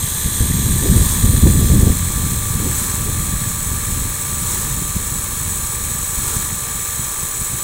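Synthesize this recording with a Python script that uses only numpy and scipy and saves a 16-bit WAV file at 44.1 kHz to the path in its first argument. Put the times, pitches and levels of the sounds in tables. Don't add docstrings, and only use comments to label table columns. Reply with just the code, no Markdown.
import sys
import numpy as np
from scipy import signal
from scipy.fft import rfft, irfft, next_fast_len
from scipy.io import wavfile
from scipy.ndimage import uniform_filter1d, map_coordinates

SR = 44100
rng = np.random.default_rng(int(sys.argv[2]) if len(sys.argv) > 2 else 0)


def log_audio(samples):
    frames = np.atleast_2d(samples).T
    limited = np.clip(frames, -1, 1)
    pcm = np.round(limited * 32767).astype(np.int16)
    wavfile.write(sys.argv[1], SR, pcm)


N = 336483
TIME = np.arange(N) / SR


def from_db(db):
    return 10 ** (np.asarray(db) / 20)


def rms_one(x):
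    return x / np.sqrt(np.mean(x ** 2) + 1e-20)


def in_time(rows):
    times_s, *columns = np.transpose(rows)
    return [np.interp(TIME, times_s, column) for column in columns]


def swell(centre_s, db, half_s):
    return from_db(db) * np.exp(-.5 * ((TIME - centre_s) / half_s) ** 2)


def drift(rate_hz):
    hop, settle = 20, 4000
    pole = np.exp(-2 * np.pi * rate_hz * hop / SR)
    noise = rng.standard_normal(N // hop + settle + 2)
    slow = signal.lfilter([1], [1, -2 * pole, pole * pole], noise)[settle:]
    return np.interp(np.arange(N) / hop, np.arange(len(slow)), rms_one(slow))


def colour(x, spectrum):
    hz, db = np.transpose(spectrum)
    size = next_fast_len(N)
    bin_hz = np.maximum(np.arange(size // 2 + 1) * SR / size, 1)
    skirts = np.minimum(bin_hz / hz[0], 1) ** 2 * np.minimum(hz[-1] / bin_hz, 1) ** 2
    gain = from_db(np.interp(np.log(bin_hz), np.log(hz), db))
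    return rms_one(irfft(rfft(x, size) * skirts * gain, size)[:N])


def resonate(x, hz, width_hz):
    r = np.exp(-np.pi * width_hz / np.sqrt(np.sqrt(2) - 1) / SR)
    stage = [(1 - r * r) / 2, 0, (r * r - 1) / 2, 1, -2 * r * np.cos(2 * np.pi * hz / SR), r * r]
    return signal.sosfilt([stage, stage], x)


def droplets(per_s, spread_db):
    sizes = from_db(spread_db * np.minimum(rng.exponential(1, N), 5))
    return rms_one(sizes * rng.choice([-1, 1], N) * (rng.random(N) < per_s / SR))


def turbulence(spectrum, lump_db):
    noise = colour(rng.standard_normal(N), spectrum) * from_db(lump_db * drift(rate_hz=53))
    return noise / np.sqrt(uniform_filter1d(noise ** 2, size=2600) + 1e-6)


# time in seconds, share of the turn made, frequency factor of the hiss.
HAND_PATH = [(0, 0.03, 0.97), (.5, 0, 0.97), (1.0, 0.17, 0.98), (1.45, 0.1, 0.99), (1.85, 0.68, 0.98),
             (2.8, 0.91, 0.99), (5.2, 0.98, 0.99), (7.63, 1, 0.98)]

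def microphone_turn():
    return in_time(HAND_PATH)


# frequency in Hz, relative density in dB.
DRIZZLE_SPECTRUM = [(100, -15), (300, 1), (480, 4), (660, -9), (1000, -8.5), (2500, -14), (5000, -14.5),
                    (15500, -17)]

def drizzle(level_db):
    return from_db(level_db) * colour(droplets(per_s=6000, spread_db=3.0), DRIZZLE_SPECTRUM)


# frequency in Hz, relative density in dB.
RATTLE_SPECTRUM = [(900, -13), (1200, -4), (1420, -45), (1720, 2), (2000, -9.5), (2300, -7.5), (2900, -16)]

def pump_rattle(shaft_phase, level_db, ahead_db, sharpness):
    turn, _ = microphone_turn()
    knock = rms_one(np.exp(sharpness * (np.cos(shaft_phase) - 1)))
    rasp = colour(rng.standard_normal(N), RATTLE_SPECTRUM)
    return from_db(level_db + ahead_db * (1 - turn)) * knock * rasp


# multiple of the shaft rate, relative level in dB.
SHAFT_ORDERS = [(9, -11.5), (18, 0), (24, -23), (25, -23), (26, -15), (27, -9), (28, -21), (29, -22),
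                (36, -15), (54, -17)]

def pump_whine(shaft_phase, waver_db, waver_rad):
    tones = 0
    for order, db in SHAFT_ORDERS:
        phase = order * shaft_phase + waver_rad * drift(rate_hz=3.1) + rng.uniform(0, 2 * np.pi)
        tones += from_db(db + waver_db * drift(rate_hz=4.4)) * np.sin(phase)
    return np.sqrt(2) * tones


# time in seconds, vane rate in Hz.
VANE_RATE = [(0, 587.7), (0.7, 587.3), (1.2, 585.3), (2.2, 585.9), (2.9, 585.1), (3.7, 587.2), (6.0, 587.5),
             (6.8, 589.6), (7.2, 588), (7.63, 588.5)]

def pump_rotation():
    vane_hz, = in_time(VANE_RATE)
    return 2 * np.pi * np.cumsum(vane_hz) / SR


# time in seconds, gain in dB.
PUMP_GAIN = [(0, -44), (1.3, -40.5), (2.8, -39), (5.9, -41), (7.63, -41)]

def pump(vane_phase, vane_count):
    gain_db, = in_time(PUMP_GAIN)
    shaft_phase = vane_phase / vane_count
    whine = pump_whine(shaft_phase, waver_db=0.87, waver_rad=0.33)
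    rattle = pump_rattle(shaft_phase, level_db=-3.0, ahead_db=5.5, sharpness=7.5)
    return from_db(gain_db) * (whine + rattle)


# centre in seconds, level in dB, half length in seconds.
PUFF_EVENTS = [(0.86, -19, 0.023), (0.967, -23.5, 0.022), (1.469, -14.5, 0.0062), (1.622, -24, 0.016),
               (1.834, -21, 0.013), (1.889, -16.5, 0.014), (2.646, -27.5, 0.043), (3.084, -29.5, 0.018)]
# frequency in Hz, relative density in dB.
PUFF_SPECTRUM = [(150, -6.5), (280, 1.5), (430, -3.5), (600, -15.5), (800, -22.5), (1300, -33)]

def puffs():
    return sum(swell(*row) for row in PUFF_EVENTS) * turbulence(PUFF_SPECTRUM, lump_db=3.0)


# centre in seconds, relative peak in dB.
THUMP_EVENTS = [(0.044, -14), (0.261, -9), (2.03, -11), (2.25, -10), (3.339, -12), (3.478, -15),
                (4.968, -12), (5.479, -18), (6.189, -16.5), (6.368, -16.5), (6.529, -17), (6.998, -19),
                (7.237, -20), (7.419, -16.5), (7.549, -21.5)]

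def thumps(gain_db, half_s):
    pulses = sum(swell(s, db + gain_db, half_s) * (TIME - s) / half_s for s, db in THUMP_EVENTS)
    return pulses * np.sqrt(np.e)


# time in seconds, strength in dB.
BREEZE_CURVE = [(0, -27), (.7, -17.5), (1.8, -17), (2.1, -20.5), (3.0, -22.5), (6.3, -28), (7.2, -33.5),
                (7.63, -31.5)]
# start in seconds, hold in seconds, strength in dB.
GUST_EVENTS = [(0.412, 0.021, -10.5), (0.495, 0.099, -15.5), (0.648, .1, -18), (0.897, 0.12, -10),
               (1.233, 0.043, -9), (1.303, .07, -13.5), (1.43, 0.053, -6), (1.51, 0.24, -12.5),
               (1.705, 0.2, -10), (2.496, .25, -22.5), (3.18, .04, -20.5), (3.98, 0.084, -25),
               (4.305, 0.077, -28), (4.64, .08, -28), (7.51, .04, -27)]

def wind_strength_db(unrest_db, attack_s, release_s, wake_db):
    breeze_db, = in_time(BREEZE_CURVE)
    power = from_db(breeze_db + unrest_db * drift(rate_hz=6.5)) ** 2
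    for start_s, hold_s, db in GUST_EVENTS:
        end_s = start_s + hold_s
        gust = np.interp(TIME, [start_s - attack_s, start_s, end_s, end_s + release_s], [0, 1, 1, 0])
        power += (from_db(db) * gust) ** 2
    wakes = sum(swell(s, db + wake_db, half_s=0.019) for s, db in THUMP_EVENTS)
    return 10 * np.log10(power + wakes ** 2)


# frequency in Hz, relative density in dB.
SURGE_SPECTRUM = [(15, -13), (28, 3.5), (45, 0), (70, -6)]
RUMBLE_SPECTRUM = [(35, -4), (55, 0), (80, 0.5), (125, -2), (190, -8), (270, -18.5), (400, -26.5),
                   (700, -46)]
EDDY_SPECTRUM = [(60, -11), (150, 3.5), (220, 10), (340, -5.5), (500, -12), (700, -24), (1200, -33)]

def wind(rumble_db, surge_db, surge_growth, eddy_db, eddy_growth, strong_db):
    strength_db = wind_strength_db(unrest_db=1.9, attack_s=0.015, release_s=0.041, wake_db=-9.5)
    excess_db = strength_db - strong_db
    slow_excess_db = uniform_filter1d(excess_db, size=13000)
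    surge = from_db(surge_db + surge_growth * slow_excess_db) * turbulence(SURGE_SPECTRUM, lump_db=-5.8)
    rumble = from_db(rumble_db + strength_db) * turbulence(RUMBLE_SPECTRUM, lump_db=3.0)
    eddies = from_db(eddy_db + eddy_growth * excess_db) * turbulence(EDDY_SPECTRUM, lump_db=4.0)
    return surge + rumble + eddies + puffs() + thumps(gain_db=-1.5, half_s=0.0017)


ARM_FIRST_S, ARM_PERIOD_S = 1.09, 1.742

def arm_dips(half_s, lead_s=0):
    return sum(swell(s - lead_s, 0, half_s) for s in np.arange(ARM_FIRST_S, TIME[-1], ARM_PERIOD_S))


# frequency in Hz, relative density in dB.
SPLASH_SPECTRUM = [(200, -4), (450, 1), (680, -13), (1000, 3.5), (1600, -7.5), (2800, -13), (4200, -11),
                   (5000, -9.5), (7500, 2), (10000, -8.5), (15500, -6)]

def arm_splashes(level_db, rough_db):
    water = droplets(per_s=9000, spread_db=3.5) * from_db(rough_db * drift(rate_hz=42))
    return from_db(level_db) * arm_dips(half_s=0.1) * colour(water, SPLASH_SPECTRUM)


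# delay ahead in ms, delay aside in ms, peak gain in dB.
ECHO_PATHS = [(1.04, 0.905, -12.5), (1.24, 1.38, -15)]

def reflections(hiss, lowest_hz, shake_ms, floor_db):
    turn, _ = microphone_turn()
    treble = hiss - uniform_filter1d(hiss, size=int(SR / lowest_hz / 2) * 2 + 1)
    moving = np.maximum(swell(centre_s=1.08, db=0, half_s=0.84), from_db(floor_db))
    echoes = 0
    for ahead_ms, aside_ms, db in ECHO_PATHS:
        delay_ms = ahead_ms + (aside_ms - ahead_ms) * turn + shake_ms * moving * drift(rate_hz=1)
        echoes += from_db(db) * map_coordinates(treble, [(TIME - delay_ms / 1000) * SR], order=3)
    return moving * echoes


def spray(resonances, drops, bursts, crisp_hz=7000):
    bands = 0
    for k, (hz, width_hz, db) in enumerate(resonances):
        crisp = min(hz / crisp_hz, 1)
        drive = rng.standard_normal(N) + crisp * (-1) ** k * drops
        sputter = 1 + crisp * (bursts - 1)
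        bands += from_db(db) * resonate(drive * sputter, hz, width_hz)
    return rms_one(bands)


# centre in Hz, width in Hz, relative gain in dB.
AHEAD_RESONANCES = [(995, 276, -9), (1773, 210, -8.5), (2200, 770, -15.5), (3487, 310, -5.5),
                    (4130, 430, -6.5), (5270, 180, -13.5), (6350, 560, -7.5), (7220, 780, -3),
                    (7980, 160, -1), (8820, 366, 3.5), (9300, 280, -5), (10420, 300, -3), (11360, 79, -1),
                    (12270, 570, -7), (13000, 620, -6.5), (14750, 460, -5.5), (15100, 460, -6)]
ASIDE_RESONANCES = [(994, 340, -9.5), (1210, 174, -9), (1693, 235, -10), (2250, 130, -12),
                    (2470, 490, -15.5), (3290, 270, -13), (3730, 110, -10.5), (4100, 374, -9.5),
                    (5430, 350, -15), (6390, 630, -8), (7150, 355, -1.5), (7670, 83, -4), (8076, 340, 3),
                    (9180, 414, -1.5), (10170, 310, -5), (10940, 530, -9.5), (11660, 340, -8),
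                    (12300, 1300, -13.5), (13360, 480, -13.5), (14840, 1160, -8.5), (15800, 600, -8.5)]

def jet(vane_phase, base_db, ahead_db, aside_db, drops_db, swell_db, pulsation):
    turn, glide = microphone_turn()
    drops = from_db(drops_db) * droplets(per_s=2500, spread_db=3.0)
    flutter_db = 0.29 * drift(rate_hz=18)
    sputter_db = 1.6 * drift(rate_hz=470)
    bursts = rms_one(from_db(flutter_db + sputter_db))
    ahead = from_db(ahead_db) * spray(AHEAD_RESONANCES, drops, bursts)
    aside = from_db(aside_db) * spray(ASIDE_RESONANCES, drops, bursts)
    hiss = np.sqrt(1 - turn) * ahead + np.sqrt(turn) * aside
    hiss = map_coordinates(hiss, [np.cumsum(glide)], order=5, mode="mirror")
    level_db = base_db + swell_db * arm_dips(half_s=0.1, lead_s=0.045)
    return from_db(level_db) * hiss * (1 + pulsation * np.cos(vane_phase))


def scene():
    vane_phase = pump_rotation()
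    hiss = jet(vane_phase, base_db=-23.0, ahead_db=1.47, aside_db=0.13,
               drops_db=-9.0, swell_db=1.5, pulsation=0.044)
    echoes = reflections(hiss, lowest_hz=6000, shake_ms=0.043, floor_db=-9)
    water = hiss + echoes + arm_splashes(level_db=-28, rough_db=1.0) + drizzle(level_db=-40)
    machine = pump(vane_phase, vane_count=9)
    air = wind(rumble_db=-1.7, surge_db=-23.0, surge_growth=0.65,
               eddy_db=-20.5, eddy_growth=1.29, strong_db=-8.5)
    return np.tile(water + machine + air, (2, 1))


def record(dry):
    cutoff_hz = 15780
    rounded = dry / (1 + dry ** 8) ** (1 / 8)
    return signal.sosfilt(signal.ellip(14, .1, 80, cutoff_hz, fs=SR, output="sos"), rounded)


dry = scene()
out = record(dry)
log_audio(out)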